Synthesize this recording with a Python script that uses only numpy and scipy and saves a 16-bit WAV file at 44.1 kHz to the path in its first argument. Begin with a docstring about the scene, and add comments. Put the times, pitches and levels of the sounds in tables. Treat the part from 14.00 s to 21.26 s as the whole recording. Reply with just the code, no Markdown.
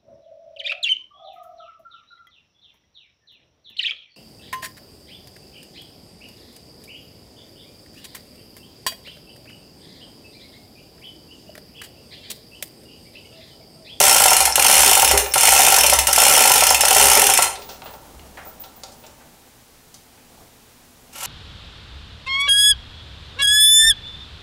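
"""A fast steel rattle runs down at once: a hand chain hoist is hauled in five pulls, close to the microphone.
The pawl snaps at every tooth, every few teeth a chain link knocks into the wheel and jingles, the chain ticks
through its guide, and now and then the housing booms and the beam shudders.
Then the slung machine is handled with small knocks, squeaks and rubbing, and the rattle swells again at the end.
Filtered noise bursts make the impacts, decaying sines the rings; the workshop adds echoes, air and faint hum."""
import sys
import numpy as np
from scipy import signal
from scipy.io import wavfile
from scipy.ndimage import uniform_filter1d, minimum_filter1d

SR = 44100
rng = np.random.default_rng(int(sys.argv[2]) if len(sys.argv) > 2 else 0)


def store_wav(level_fs):
    """Save 16-bit WAV to argv[1]."""
    pcm = np.round(np.clip(np.atleast_2d(level_fs), -1, 1) * 32767)
    wavfile.write(sys.argv[1], SR, pcm.T.astype(np.int16))


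N = 320166
TIME = np.arange(N) / SR  # s

# speed of the ratchet wheel, one curve per pull; the last is the closing rattle: time_s, speed_teeth_per_s
PULLS = [
    [(0.002, 86.7), (0.07, 69.4), (0.153, 54.0), (0.203, 54.6), (0.323, 37.8), (0.35, 27.3), (0.398, 25.6),
     (0.462, 14.6)],
    [(0.556, 18.8), (0.724, 74.1), (0.786, 79.8), (0.96, 44.0), (1.006, 45.0), (1.043, 35.0), (1.105, 27.2),
     (1.184, 4.4)],
    [(1.338, 18.1), (1.48, 58.9), (1.582, 76.5), (1.708, 49.4), (1.747, 49.5), (1.881, 29.4), (1.924, 27.2),
     (1.996, 10.2)],
    [(2.07, 8.1), (2.139, 28.5), (2.194, 55.9), (2.356, 77.8), (2.492, 45.6), (2.549, 51.2), (2.585, 38.3),
     (2.754, 20.9)],
    [(2.808, 16.7), (3.009, 70.9), (3.089, 67.1), (3.171, 44.9), (3.222, 44.8), (3.31, 25.6), (3.364, 27.0),
     (3.431, 15.1)],
    [(7.128, 37), (7.27, 45)],
]
# ring of the chain wheel and its steel cover: pitch_hz, relative_level_db, t60_s
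WHEEL_MODES = [(407, -21, .12), (530, -3.5, .04), (590, -2, .04), (738, -2, .07), (779, 1, .08),
               (893, 0, .07), (983, -5, .07), (1090, -11, .06), (1352, -5.5, .085), (1425, -11, .1)]
# sleeves and rope rub over the casting: time_s, level_db
RUBBING = [(3.3, -52), (3.9, -46.5), (4.2, -46), (4.6, -50.5), (5, -52), (5.3, -53), (5.7, -59),
           (6.25, -57.5), (6.43, -50), (6.55, -58), (7, -58), (7.2, -50)]


def amp(db):
    """Decibels to gain."""
    return 10 ** (np.asarray(db) / 20)


def unit(x):
    """Scales to rms 1."""
    return x / np.sqrt(np.mean(x ** 2) + 1e-20)


def read(points, hz):
    """Reads a table on a log-frequency axis."""
    f, value = np.transpose(points)
    return np.interp(np.log(hz + 1), np.log(f + 1), value)


def level(curve):
    """Gain over time from rows of time_s, level_db."""
    return amp(np.interp(TIME, *np.transpose(curve)))


def add(mix, s, sound):
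    """Mixes a sound in at time s."""
    part = mix[max(round(s * SR), 0):][:len(sound)]
    part += sound[:len(part)]


def colour(x, points, size=4096):
    """Causal filter with the given spectrum; white noise keeps its power."""
    gain = unit(amp(read(points, abs(np.fft.fftfreq(size, 1 / SR)))))
    # minimum phase puts the energy of the taps at their start
    minimum_phase = np.exp(np.conj(signal.hilbert(np.log(gain))))
    taps = np.fft.ifft(minimum_phase).real
    return signal.oaconvolve(x, taps[:size // 2])[:len(x)]


def chatter(hold, fade):
    """Steel bouncing on steel: a dense noise burst that holds briefly, then dies (both in s)."""
    t = TIME[:SR // 4]
    return rng.standard_normal(len(t)) * np.exp(-np.maximum(t - hold, 0) / fade)


def ring(modes, scatter_db, detune, life=1):
    """One blow on a set of modes, each blow on a different spot; life scales the decay times."""
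    hz, db, t60 = np.transpose(modes)[:, :, None]
    t = TIME[:int(SR // 4 * min(life, 1))]
    size = amp(db + scatter_db * rng.standard_normal(hz.shape))
    turns = hz * (1 + detune * rng.standard_normal(hz.shape)) * t + rng.random(hz.shape)
    tones = np.sin((2 * np.pi * turns).astype(np.float32))
    decay = np.exp((-np.log(1000) * t / (life * t60)).astype(np.float32))
    return (size * tones * decay).sum(0) / np.sqrt(np.sum(size ** 2) / 2)


def wavering(hz, width_hz):
    """A tone whose pitch and strength wander at random."""
    f = np.fft.fftfreq(N, 1 / SR)
    band = 1 / (1 + ((f - hz) / width_hz) ** 4)
    z = np.fft.ifft(np.fft.fft(rng.standard_normal(N)) * band)
    return unit(z.real / abs(z) ** .8)  # most of the strength's wandering is evened out


def passings(first_teeth, spacing):
    """Rows (s, teeth per s): the moments at which the wheel has turned on by another `spacing` teeth."""
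    rows = []
    for pull, first in zip(PULLS, first_teeth):
        times, speeds = np.transpose(pull)
        t = np.arange(times[0], times[-1], 1 / SR)
        speed = np.interp(t, times, speeds)
        turned = np.cumsum(speed) / SR  # teeth
        at = np.searchsorted(turned, np.arange(first, turned[-1], spacing))
        rows += zip(t[at], speed[at])
    return rows


def pawl_drops(still_db=-4.5, softer_db_per_tooth_per_s=.05, scatter_db=0.64):
    """Rows (s, dB): the pawl drops once a tooth; a fast wheel leaves it less time to fall, so it hits softer."""
    return [(s, still_db - softer_db_per_tooth_per_s * speed + scatter_db * rng.standard_normal())
            for s, speed in passings(np.zeros(len(PULLS)), 1)]


def pawl(snap_db=-1.5, clang_db=-3.0, clang_life=0.17, ring_db=-11.5, rebound_db=-17, hold=0.0036, fade=0.0018):
    """Each drop of the pawl snaps, clangs while it presses on the ratchet, leaves a faint ring and rebounds."""
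    # colour of a pawl click: frequency_hz, relative_level_db
    click_colour = [(200, -29), (500, -9), (1100, -11), (1550, -3.5), (2050, -0.5), (2800, 2), (3800, -10),
                    (4700, -4.5), (5600, -1.5), (7600, 1.5), (10000, 1), (12500, -1.5), (15500, -9)]
    # ring of the ratchet wheel: pitch_hz, relative_level_db, t60_s
    ratchet_modes = [(2070, -7, .06), (2460, -6, .08), (2655, -3, .08), (2865, -3, .1), (3130, -6, .07),
                     (3603, -6.5, .14), (4234, -5, .2), (5385, 1, .11), (5900, -3, .1), (6194, -2, .14),
                     (6820, -4, .08), (7590, -1, .08), (8625, -3, .16), (8814, -1, .13), (9443, -.5, .2),
                     (9810, -2, .15), (10050, 0, .08), (10818, -4, .14), (11780, -7, .12), (13300, -7, .06),
                     (14000, -9, .1)]
    snaps, rings = np.zeros((2, N))
    for s, db in pawl_drops():
        add(snaps, s, amp(db + snap_db) * chatter(hold, fade))
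        add(snaps, s + rng.uniform(.008, 0.036), amp(db + rebound_db) * chatter(0, 0.00083))
        clang = ring(ratchet_modes, scatter_db=2, detune=.002, life=clang_life)
        add(rings, s, amp(db + clang_db) * clang)
        add(rings, s, amp(db + ring_db) * ring(ratchet_modes, scatter_db=3.5, detune=.0008))
    return colour(snaps, click_colour) + rings


def link_knocks(still_db=-12.5, softer_db_per_tooth_per_s=0.0333, scatter_db=0.87, teeth_per_link=2.58):
    """Rows (s, dB): a link seats every few teeth, more softly at speed; listed slaps of slack chain join in."""
    # turn of the wheel before the first link of each pull seats: turn_teeth
    first_link = [.3, .5, .35, .1, .5, 1.0]
    # the slack chain slaps back on the wheel as the hands change over: start_s, relative_level_db
    slaps = [(.474, -21), (1.14, -21), (1.982, -23), (2.797, -20.5)]
    seated = [(s, still_db - softer_db_per_tooth_per_s * speed + scatter_db * rng.standard_normal())
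              for s, speed in passings(first_link, teeth_per_link)]
    return seated + slaps


def chain_wheel(links, ring_db=4.0, clack_db=-5):
    """Links roll into the pockets of the wheel, which answers with a hollow ring."""
    # colour of the dry clack of a link: frequency_hz, relative_level_db
    clack_colour = [(40, -15), (125, -5), (190, -19), (260, -7), (320, -19), (600, -1), (850, 0),
                    (1150, -8), (1400, -6), (2700, -5), (5000, -13), (15000, -22)]
    clacks, rings = np.zeros((2, N))
    seating = 1 - np.exp(-(TIME[:SR // 4] / .002) ** 2)  # rounds off the onset
    for s, db in links:
        add(clacks, s, amp(db + clack_db) * chatter(.004, .0035) * seating)
        blow = ring(WHEEL_MODES, scatter_db=1.5, detune=.005)
        add(rings, s, amp(db + ring_db) * blow * seating)
    return colour(clacks, clack_colour) + rings


def chain_guide(guide_db=-26, ticks_per_tooth=12, full_speed=60):
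    """The chain ticks through its guide, denser the faster it runs; guide_db holds at full_speed teeth per s."""
    # colour of the chain sliding through its guide: frequency_hz, relative_level_db
    guide_colour = [(150, -13.5), (270, -7), (450, -18.5), (1000, -15.5), (1350, 1.5), (1550, -8.5),
                    (2070, -1), (2750, 2), (3900, -12), (5400, 2), (15000, -24.5)]
    speed = sum(np.interp(TIME, *np.transpose(pull), left=0, right=0) for pull in PULLS)
    ticks = rng.standard_normal(N) * (rng.random(N) < ticks_per_tooth * speed / SR)
    one_tick = unit(chatter(0, .001)[:SR // 100]) / np.sqrt(SR // 100)  # energy 1
    ticks = signal.oaconvolve(ticks, one_tick)[:N]
    return amp(guide_db) * colour(ticks, guide_colour) * np.sqrt(SR / (ticks_per_tooth * full_speed))


def loose_chain(links, shake_db=-7):
    """The hanging loop clinks on its own and just after each link knock."""
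    # loose links clink together: start_s, level_db
    clinks = [(0.524, -13), (1.093, -11.5), (1.312, -33), (1.321, -22), (1.914, -25), (2.692, -10),
              (2.817, -12.5), (3.351, -14), (3.695, -37)]
    # ring of loose links: pitch_hz, relative_level_db, t60_s
    chain_modes = [(5280, -5, .03), (5390, 0, .045), (6190, -10, .04), (7500, -12, .03)]
    out = np.zeros(N)
    shaken = [(s + rng.uniform(0, .04), db + shake_db + rng.uniform(-3, 3)) for s, db in links]
    for s, db in clinks + shaken:
        add(out, s, amp(db) * ring(chain_modes, scatter_db=2, detune=.006))
    return out


def housing(boom_db=3, scrape_db=-5, rise=0.0082):
    """The chain scrapes over the housing, whose low ring builds up and dies."""
    # the chain drags on the housing and sets it booming: start_s, relative_level_db
    drags = [(0, -29.5), (0.851, -25), (1.129, -17), (1.675, -26.5), (1.875, -34.5), (2.373, -30),
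             (2.96, -25), (3.01, -24.5), (3.165, -19.5), (3.39, -39), (3.569, -39.5)]
    # ring of the housing: pitch_hz, relative_level_db, t60_s
    housing_modes = [(235, -17, .1), (270, -11, .12), (360, -16, .1), (407, 0, .18), (470, -13, .08),
                     (530, -4, .1), (610, -7, .08), (760, -7, .08)]
    booms, scrapes = np.zeros((2, N))
    for s, db in drags:
        boom = ring(housing_modes, scatter_db=1, detune=.004)
        build = 1 - np.exp(-(TIME[:len(boom)] / rise) ** 2)
        add(booms, s, amp(db + boom_db) * boom * build)
        add(scrapes, s, amp(db + scrape_db) * chatter(0.026, 0.0043) * build)
    return booms + colour(scrapes, [(60, -16), (300, -10.0), (410, 6), (700, 0.5), (1500, -8), (15000, -53)])


def last_pull(x, blur=0.014, blur_db=0.0, ring_db=-14, slide_db=-5):
    """The closing rattle sounds farther off: its clicks blur, the wheel sings and the chain slides."""
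    scatter = chatter(0, blur)
    blurred = amp(blur_db) * signal.fftconvolve(x, scatter / np.linalg.norm(scatter))[:N]
    strength = np.sqrt(abs(uniform_filter1d(blurred ** 2, size=700)))
    slide = colour(rng.standard_normal(N), [(200, -33), (1300, 0), (4000, -1), (7500, 1), (15000, -32)])
    sing = wavering(hz=945, width_hz=50)
    return blurred + strength * (amp(ring_db) * sing + amp(slide_db) * slide)


def handling(body_db=-5.0, edge_db=-1, wheel_db=-4, squeak_db=-1):
    """Knocks that also ring the hoist's wheel, and stick-slip squeaks, as the load is steadied."""
    # knocks of the slung machine and its tackle:
    # start_s, relative_body_level_db, relative_edge_level_db, edge_pitch_hz, fade_s
    knocks = [(1.261, -26.5, -23.5, 2520, 0.003), (3.555, -40, -32.5, 3540, 0.013),
              (3.62, -47, -38.5, 3900, 0.013), (3.69, -36.5, -37, 4170, 0.033),
              (3.819, -34, -38, 3020, 0.0035), (3.858, -35, -41, 2820, 0.029),
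              (3.938, -37, -41, 3520, .004), (4.195, -57, -37.5, 2280, 0.0011),
              (4.372, -37, -36, 1600, 0.031), (4.455, -40, -60, 1500, .04), (4.638, -39.5, -39, 3900, 0.01),
              (4.835, -35.5, -30.5, 5000, 0.0055), (4.92, -52, -45.5, 5600, 0.014),
              (5.038, -43.5, -47, 2800, 0.022), (5.065, -59, -41.5, 5200, 0.0062),
              (5.095, -52, -60, 3000, .003), (5.205, -50, -52, 1400, .02),
              (5.942, -54, -38.5, 6070, 0.0078), (6.175, -54, -52, 2200, 0.011)]
    # colour of a knock's body: frequency_hz, relative_level_db
    body_colour = [(100, -46), (350, -2.5), (580, 14.5), (900, 1), (1150, 5), (1450, 3.5), (2500, -15),
                   (5000, -39), (15000, -54)]
    # thin squeaks of the tackle under load: start_s, length_s, relative_level_db
    squeak_rows = [(.95, .13, -30), (1.17, .18, -38), (3.57, .2, -48), (3.835, .04, -46), (3.895, .07, -48),
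                   (4.445, .065, -42), (4.593, .035, -36.5), (4.755, .025, -48), (4.96, .12, -57)]
    # ring of a squeak: pitch_hz, relative_level_db, t60_s
    squeak_modes = [(14680, 0, .04), (14950, -4, .02), (15220, -2, .03), (15500, -3, .04)]
    body, edge, wheel, squeaks = np.zeros((4, N))
    for s, low_db, high_db, hz, fade in knocks:
        add(body, s, amp(low_db) * chatter(.0015, fade))
        add(wheel, s, amp(low_db) * ring(WHEEL_MODES, scatter_db=2, detune=.004, life=2.5))
        metal = [(hz / 4, -20), (hz / 1.4, -3), (hz, 0), (hz * 1.4, -3), (hz * 2, -13), (hz * 5, -27)]
        add(edge, s, amp(high_db) * colour(chatter(.0015, fade), metal))
    for s, length, db in squeak_rows:
        count = int(length * SR)
        slips = rng.standard_normal(count) * signal.windows.tukey(count, .4)
        squeak = signal.fftconvolve(slips, ring(squeak_modes, scatter_db=2, detune=.003))
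        add(squeaks, s, amp(db) * squeak / squeak[:count].std())
    knocking = amp(body_db) * colour(body, body_colour) + amp(edge_db) * edge + amp(wheel_db) * wheel
    return knocking + amp(squeak_db) * squeaks


def beam(hauling_db=-46.0, leaning_db=-10, rumble_db=-10, settle_s=0.12, jolt_fade_s=0.075):
    """The beam trembles low in the five pulls and while the load is handled, and shudders at each jolt."""
    # the load jolts the beam that carries the hoist: peak_s, level_db, build_up_s
    jolts = [(.46, -38, 0.043), (.8, -36, 0.04), (1.15, -27, .06), (1.52, -36, .03), (2.0, -29, 0.14),
             (2.73, -36.5, 0.031), (3.08, -36, .15), (4.17, -42, .02)]
    turning = sum((TIME > pull[0][0]) & (TIME < pull[-1][0]) for pull in PULLS[:-1])
    stopped_s = TIME - np.maximum.accumulate(TIME * turning)
    hauling = amp(hauling_db) * np.exp(-stopped_s / settle_s)
    power = hauling ** 2 + (amp(leaning_db) * level(RUBBING)) ** 2
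    for s, db, build in jolts:
        power += (amp(db) * np.exp(-abs(TIME - s) / np.where(TIME < s, build, jolt_fade_s))) ** 2
    shudder = wavering(hz=67, width_hz=4)
    rumble = wavering(hz=52, width_hz=12)
    return np.sqrt(power) * (shudder + amp(rumble_db) * rumble)


def rubbing():
    """Cloth and rope slide in uneven little catches: noise whose level wanders."""
    # colour of the rubbing: frequency_hz, relative_level_db
    rub_colour = [(40, -1), (120, 1.5), (300, 0.5), (500, -2), (800, 1), (1200, -8.5), (2500, -18),
                  (6000, -17), (15000, -19.5)]
    catches = amp(1.5 * unit(uniform_filter1d(rng.standard_normal(N), size=900)))
    return level(RUBBING) * unit(colour(catches * rng.standard_normal(N), rub_colour))


def background(air_db=-51.5):
    """Steady workshop air, as coloured noise, with a faint hum."""
    # colour of the air: frequency_hz, relative_level_db
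    air_colour = [(15, -18), (25, 6), (64, -6), (91, -2.5), (178, -2.5), (209, -7.5), (246, 2),
                  (389, -17.5), (433, -2), (567, -10), (1800, -11.5), (5430, -13), (15500, -16.5)]
    # mains hum: pitch_hz, level_db
    hum_tones = [(119, -67), (242, -66.5), (360.7, -70.5)]
    hum = sum(amp(db) * wavering(hz, width_hz=1.0) for hz, db in hum_tones)
    return amp(air_db) * colour(rng.standard_normal(N), air_colour) + hum


def workshop(x, wet_db=-5, near_db=-8, near_t60=0.027, count=9):
    """Quick reflections, then the room's tail; random echo patterns take turns for a smoother tail."""
    # decay of the room: frequency_hz, t60_s
    room_t60 = [(100, .45), (800, .5), (2000, .38), (5500, .32), (10000, .29), (15000, .24)]
    t, out = TIME[:SR], x.copy()
    turn = TIME / .021  # the next echo pattern every 21 ms, crossfaded
    for k in range(count):
        near, far = rng.standard_normal((2, SR)) * (rng.random((2, SR)) < 4000 / SR)  # sparse echoes
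        near *= (t > .004) * amp(-60 * t / near_t60)
        hz, frame_s, z = signal.stft(far * (t > .012), SR, nperseg=256)
        decay = amp(-60 * frame_s / read(room_t60, hz)[:, None])
        tail = signal.istft(z * decay, SR, nperseg=256)[1][:SR]
        echoes = amp(near_db) * near / np.linalg.norm(near) + amp(wet_db) * tail / np.linalg.norm(tail)
        share = np.sin(np.pi / 2 * np.minimum((turn - k) % count, 2))  # the squares sum to one
        out += signal.fftconvolve((x * share).astype(np.float32), echoes[:SR // 2].astype(np.float32))[:N]
    return out


def scene(swell_start_s=7.105, swell_per_s=0.98):
    """The hoist and the handling in the room, over its steady background; the closing pull swells in."""
    links = link_knocks()
    hoist = pawl() + chain_wheel(links) + chain_guide() + loose_chain(links) + housing()
    swell = swell_per_s * np.maximum(TIME - swell_start_s, 0)  # gain, rising from silence
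    near = hoist * (TIME < swell_start_s)
    in_room = workshop(near + last_pull(hoist * swell) + handling())
    return (in_room + beam() + rubbing() + background())[None]


def record(dry, ceiling_db=0.0, recover_db_per_s=900, edge_hz=15800):
    """A fast limiter turns peaks down to the ceiling; then a low-pass cuts the top of the band."""
    over_db = np.maximum(20 * np.log10(abs(dry[0]) + 1e-9) - ceiling_db, 0)
    fall = TIME * recover_db_per_s
    held_db = np.maximum.accumulate(over_db + fall) - fall
    # a sliding maximum, then a smoothing, ducks slightly ahead of each peak
    duck_db = uniform_filter1d(-minimum_filter1d(-held_db, size=25), size=25)
    low_pass = signal.firwin(511, edge_hz, window=("kaiser", 8), fs=SR)[None]
    return signal.oaconvolve(dry * amp(-duck_db), low_pass, "same")


dry = scene()
out = record(dry)
store_wav(out)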